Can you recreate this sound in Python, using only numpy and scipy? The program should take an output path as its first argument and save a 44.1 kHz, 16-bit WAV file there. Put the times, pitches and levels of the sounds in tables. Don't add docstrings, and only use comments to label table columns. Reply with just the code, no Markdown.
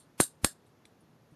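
import sys
import numpy as np
from scipy import signal
from scipy.io import wavfile

SR = 44100
rng = np.random.default_rng(int(sys.argv[2]) if len(sys.argv) > 2 else 0)


def to_wav(sig):
    pcm = np.clip(np.atleast_2d(sig), -1, 1) * 32767
    pcm = np.round(pcm).astype(np.int16)
    wavfile.write(sys.argv[1], SR, pcm.T)


def amplitude_ratio(level_db):
    exponent = np.asarray(level_db, float) / 20
    return 10 ** exponent


N = 59535

# frequency in Hz, level in dB.
AIR_SPECTRUM = [(25, -23), (140, 4.5), (500, -6), (1700, -15.5), (2100, -20), (6500, -27), (7400, -35.5),
                (12800, -29)]

# frequency in Hz, level in dB, decay time t60 in seconds.
STEEL_MODES = [(6470, -7.5, 0.0054), (7460, -5, .008), (8220, -5.5, 0.007), (8567, -1, .009),
               (8840, -0.5, .01), (8970, -6, .008), (9330, -0.5, 0.0059), (9800, -4.5, 0.0036),
               (10650, -5, 0.0062), (11550, -9.5, .006), (12500, -12, 0.0066)]

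# frequency in Hz, level in dB.
ROOM_SPECTRUM = [(200, -7), (700, -4), (1600, -4.5), (2400, -21.5), (4000, -1.5), (6000, -1.5), (9000, 0),
                 (13000, 5)]
# frequency in Hz, decay time t60 in seconds.
ROOM_DECAY = [(200, 0.084), (1000, 0.11), (2500, .14), (5000, 0.2), (9000, .16), (13000, .15)]

# time in seconds, gain in dB.
GATE_STEPS = [(0.039, -7), (.055, -10), (.16, -10), (.17, -1), (.275, 0.5), (.285, -2.5), (.325, -2.5),
              (.335, -5.5), (.40, 4), (.41, -1.5), (0.532, -3), (.536, -9), (.62, -4), (.64, 1)]

# start in seconds, peak in dB, centre in Hz, width in octaves, t60 in seconds.
FINGER_TOUCHES = [
    (.663, -67, 3700, 0.21, 0.03),
    (.664, -67, 8700, 0.44, 0.15),
    (.8531, -51.5, 2260, .5, .008),
    (.8533, -53.5, 3500, 0.34, 0.012),
    (0.8539, -52, 4950, 1.8, 0.019),
    (.8540, -56.5, 9100, 0.45, 0.05),
    (1.006, -62.5, 9850, 0.37, 0.064),
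    (1.014, -66, 9400, 0.77, .03),
    (1.31, -73, 8970, 0.26, 0.21),
    (.001, -55.5, 4007, 0.44, 0.21),
]

# start in seconds, end in seconds, start level in dB, end level in
# dB (before the last steep rise).
NOISE_SWELLS = [
    (0.176, .201, -61.5, -49.5),
    (.415, .445, -72.5, -51.5),
]
# frequency in Hz, level in dB per Hz.
SWELL_SPECTRUM = [(470, -35.5), (800, -3), (3510, -6), (7740, -7), (8820, -0.5), (11300, -4.5),
                  (13500, -9.5)]

# level in dB, rise in seconds, lean in Hz.
HEAD_LEANS = [
    (-21.5, .002, 180),
    (-19, 0.0095, 45),
]
# time in seconds, spike level in dB, spike width in seconds.
PAWL_DROPS = [
    (.2020, -8.5, 0.00011),
    (0.4463, -2.5, 0.000049),
]
# level in dB, frequency in Hz, t60 in seconds,
# slow level in dB, slow frequency in Hz.
HEAD_SWINGS = [
    (-10.5, 260, .02, -16, 140),
    (-16, 110, .01, -21.5, 99),
]
# delay in seconds, level in dB.
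DESK_RETURNS = [
    (0.0053, -15.5),
    (.0036, -10.5),
]
# frequency in Hz, t60 in seconds,
# first drop in dB, second drop in dB.
HEAD_MODES = [(1520, 0.11, -33.5, -52), (1700, 0.17, -49.5, -40), (2865, .16, -46, -50.5),
              (3700, .14, -43, -49.5), (4744, .12, -45, -49.5), (7540, 0.15, -47, -36.5),
              (8700, .25, -59.5, -70)]

# time in seconds, level in dB.
PAWL_TOUCHES = [(0.2003, -23), (.2024, -10.5), (.2036, -12), (.2047, -16), (.2071, -10), (.2081, -18.5),
                (.2090, -16.5), (.2097, -18), (.2104, -16.5), (.2118, -17), (.2129, -23), (.2143, -21),
                (.2182, -21), (.2203, -22.5), (.2240, -25), (.2268, -25.5), (.2298, -24.5), (.2320, -21.5),
                (.2349, -20.5), (.2384, -20.5), (.4438, -32.5), (.4449, -12.5), (.4456, -13),
                (.4464, -12.5), (0.4472, -9.5), (0.4481, -18), (0.4495, -23), (0.4513, -21),
                (0.4542, -26.5)]
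# frequency in Hz, level in dB per Hz.
RATTLE_SPECTRUM = [(500, -31.5), (1500, -10), (2500, -10), (4000, 4.5), (6000, -4.5), (9000, -3),
                   (12500, -3.5)]


def rms_one(x):
    return x / np.sqrt(np.mean(x ** 2) + 1e-20)


def at_hz(points, hz):
    table_hz, values = np.array(points).T
    return np.interp(np.log(hz), np.log(table_hz), values)


def decay(t60):
    return amplitude_ratio(-60 / (t60 * SR))


def clicks_at(seconds, heights, size):
    clicks = np.zeros(size)
    clicks[(np.asarray(seconds) * SR).astype(int)] = heights
    return clicks


def ring(clicks, hz, t60):
    r, w = decay(t60), 2 * np.pi * hz / SR
    return signal.lfilter([0, np.sin(w)], [1, -2 * r * np.cos(w), r * r], clicks + 1e-18)


def band_pass(x, edges):
    return signal.sosfilt(signal.butter(2, edges, "band", fs=SR, output="sos"), x)


def noise_bands(size):
    white = rng.standard_normal((2, size))
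    edges = 22 * 2 ** np.arange(0, 9.5, 1 / 3)
    bands = []
    for k, (low, high) in enumerate(zip(edges, edges[1:])):
        bands.append((np.sqrt(low * high), band_pass(white[k % 2], [low, high])))
    return bands


def coloured(spectrum, flicker_db):
    out, knots = 0, np.arange(0, N + 2000, 2000)
    for hz, band in noise_bands(N + SR // 2):
        flicker = np.interp(np.arange(N), knots, rng.standard_normal(len(knots)))
        out = out + band[-N:] * amplitude_ratio(at_hz(spectrum, hz) + flicker_db * flicker)
    return rms_one(out)


def room_air():
    return amplitude_ratio(-63.5) * coloured(AIR_SPECTRUM, flicker_db=0.7)


def chatter(seconds, db, size):
    out, luck = np.zeros(size), rng.standard_normal((len(seconds), len(STEEL_MODES)))
    for k, (hz, level_db, t60) in enumerate(STEEL_MODES):
        heights = amplitude_ratio(db + level_db - 6 + 2.0 * luck[:, k]) * np.sign(luck[:, k - 1])
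        out += ring(clicks_at(seconds, heights, size), hz, t60)
    return signal.sosfilt(signal.butter(3, 6300, "high", fs=SR, output="sos"), out)


def earlier_click(lead):
    seconds = lead / SR - 0.046 + 0.004 * np.arange(4)
    return chatter(seconds, np.full(4, -22.0), N + lead)


def room(x):
    t = np.arange(SR // 2) / SR
    answer = 0
    for hz, band in noise_bands(len(t)):
        answer = answer + band * amplitude_ratio(at_hz(ROOM_SPECTRUM, hz) - 60 * t / at_hz(ROOM_DECAY, hz))
    build_s = 0.0013
    answer = answer * np.clip(t / build_s, 0, 1)
    answer = answer / np.sqrt(np.sum(answer ** 2))
    return amplitude_ratio(-9) * signal.fftconvolve(x, answer)[:len(x)]


def fingertips():
    out, t = np.zeros(N), np.arange(N) / SR
    for s, db, hz, octaves, t60 in FINGER_TOUCHES:
        burst = rng.standard_normal(N) * amplitude_ratio(-60 * np.maximum(t - s, 0) / t60) * (t >= s)
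        edges = hz * 2 ** (np.array([-0.5, 0.5]) * octaves)
        puff = band_pass(burst + 1e-18, edges)
        out += amplitude_ratio(db) * puff / np.abs(puff).max()
    return out


def swelling_noise():
    t, gain = np.arange(N) / SR, np.zeros(N)
    for start, end, start_db, end_db in NOISE_SWELLS:
        swell = amplitude_ratio(np.interp(t, [start, end - 0.005, end], [start_db, end_db, end_db + 19.5]))
        gain += swell * np.clip((t - start) / 0.004, 0, 1) * (t < end)
    return gain * coloured([(300, -40)] + list(SWELL_SPECTRUM), flicker_db=1.0)


def shove(k, at, width):
    lean_db, rise, lean_hz = HEAD_LEANS[k]
    swing_db, hz, t60, slow_db, slow_hz = HEAD_SWINGS[k]
    t = np.arange(N) / SR - at
    after = np.maximum(t, 0)
    landed = 0.5 + 0.5 * np.tanh(np.clip((t - width) / width, -9, 9))
    load = amplitude_ratio(lean_db) * np.exp(np.minimum(t, 0) / rise) * np.cos(2 * np.pi * lean_hz * t)
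    load *= (1 - landed) * np.clip((t + 0.011) / 0.0018, 0, 1)
    spike = amplitude_ratio(PAWL_DROPS[k][1]) * np.exp(-(t / width) ** 2)
    swing = amplitude_ratio(swing_db - 60 * after / t60) * np.cos(2 * np.pi * hz * (t - 2 * width))
    slow_swing = amplitude_ratio(slow_db - 60 * after / 0.03) * np.cos(2 * np.pi * slow_hz * t)
    return load + spike - (swing + slow_swing) * landed


def head_shove():
    out = np.zeros(N)
    for k, (s, _, width) in enumerate(PAWL_DROPS):
        lag, echo_db = DESK_RETURNS[k]
        out += shove(k, s, width)
        out += amplitude_ratio(echo_db) * shove(k, s + lag, 1.1 * width)
    drop_times = [row[0] for row in PAWL_DROPS]
    for hz, t60, *dbs in HEAD_MODES:
        clicks = clicks_at(drop_times, amplitude_ratio(dbs), N)
        dying = signal.lfilter([1], [1, -decay(t60)], clicks + 1e-18)
        rough_tone = ring(rng.standard_normal(N), hz, 0.0084 + 20 / hz)
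        out += dying * rms_one(rough_tone)
    return out


def rattle():
    seconds, db = np.transpose(PAWL_TOUCHES)
    t60 = 0.023
    kicks = clicks_at(seconds, amplitude_ratio(2 * db), N)
    power = signal.lfilter([1], [1, -decay(t60) ** 2], kicks + 1e-18)
    return amplitude_ratio(-18.5) * np.sqrt(power) * coloured(RATTLE_SPECTRUM, flicker_db=1.0)


def hand_bump():
    hz, t60 = 143.6, 0.11
    clicks = clicks_at([1.322], amplitude_ratio(-52), N)
    return ring(clicks, hz, t60) + amplitude_ratio(-2.5) * ring(clicks, 2.1 * hz, t60)


def scene():
    lead = SR // 5
    seconds, db = np.transpose(PAWL_TOUCHES)
    wrench = fingertips() + head_shove() + chatter(seconds, db, N) + rattle()
    wet = room(earlier_click(lead) + np.pad(wrench, (lead, 0)))[lead:]
    gate = amplitude_ratio(np.interp(np.arange(N) / SR, *np.transpose(GATE_STEPS)))
    mix = room_air() + gate * (wrench + wet) + swelling_noise() + hand_bump()
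    return mix[None]


def band_limit(x):
    return signal.sosfilt(signal.butter(12, 14220, fs=SR, output="sos"), x)


def record(dry):
    x = signal.sosfilt(signal.butter(2, 35, "high", fs=SR, output="sos"), dry)
    x = signal.sosfilt(signal.cheby2(20, 60, 13500, fs=SR, output="sos"), x)
    return band_limit(x)


dry = scene()
out = record(dry)
to_wav(out)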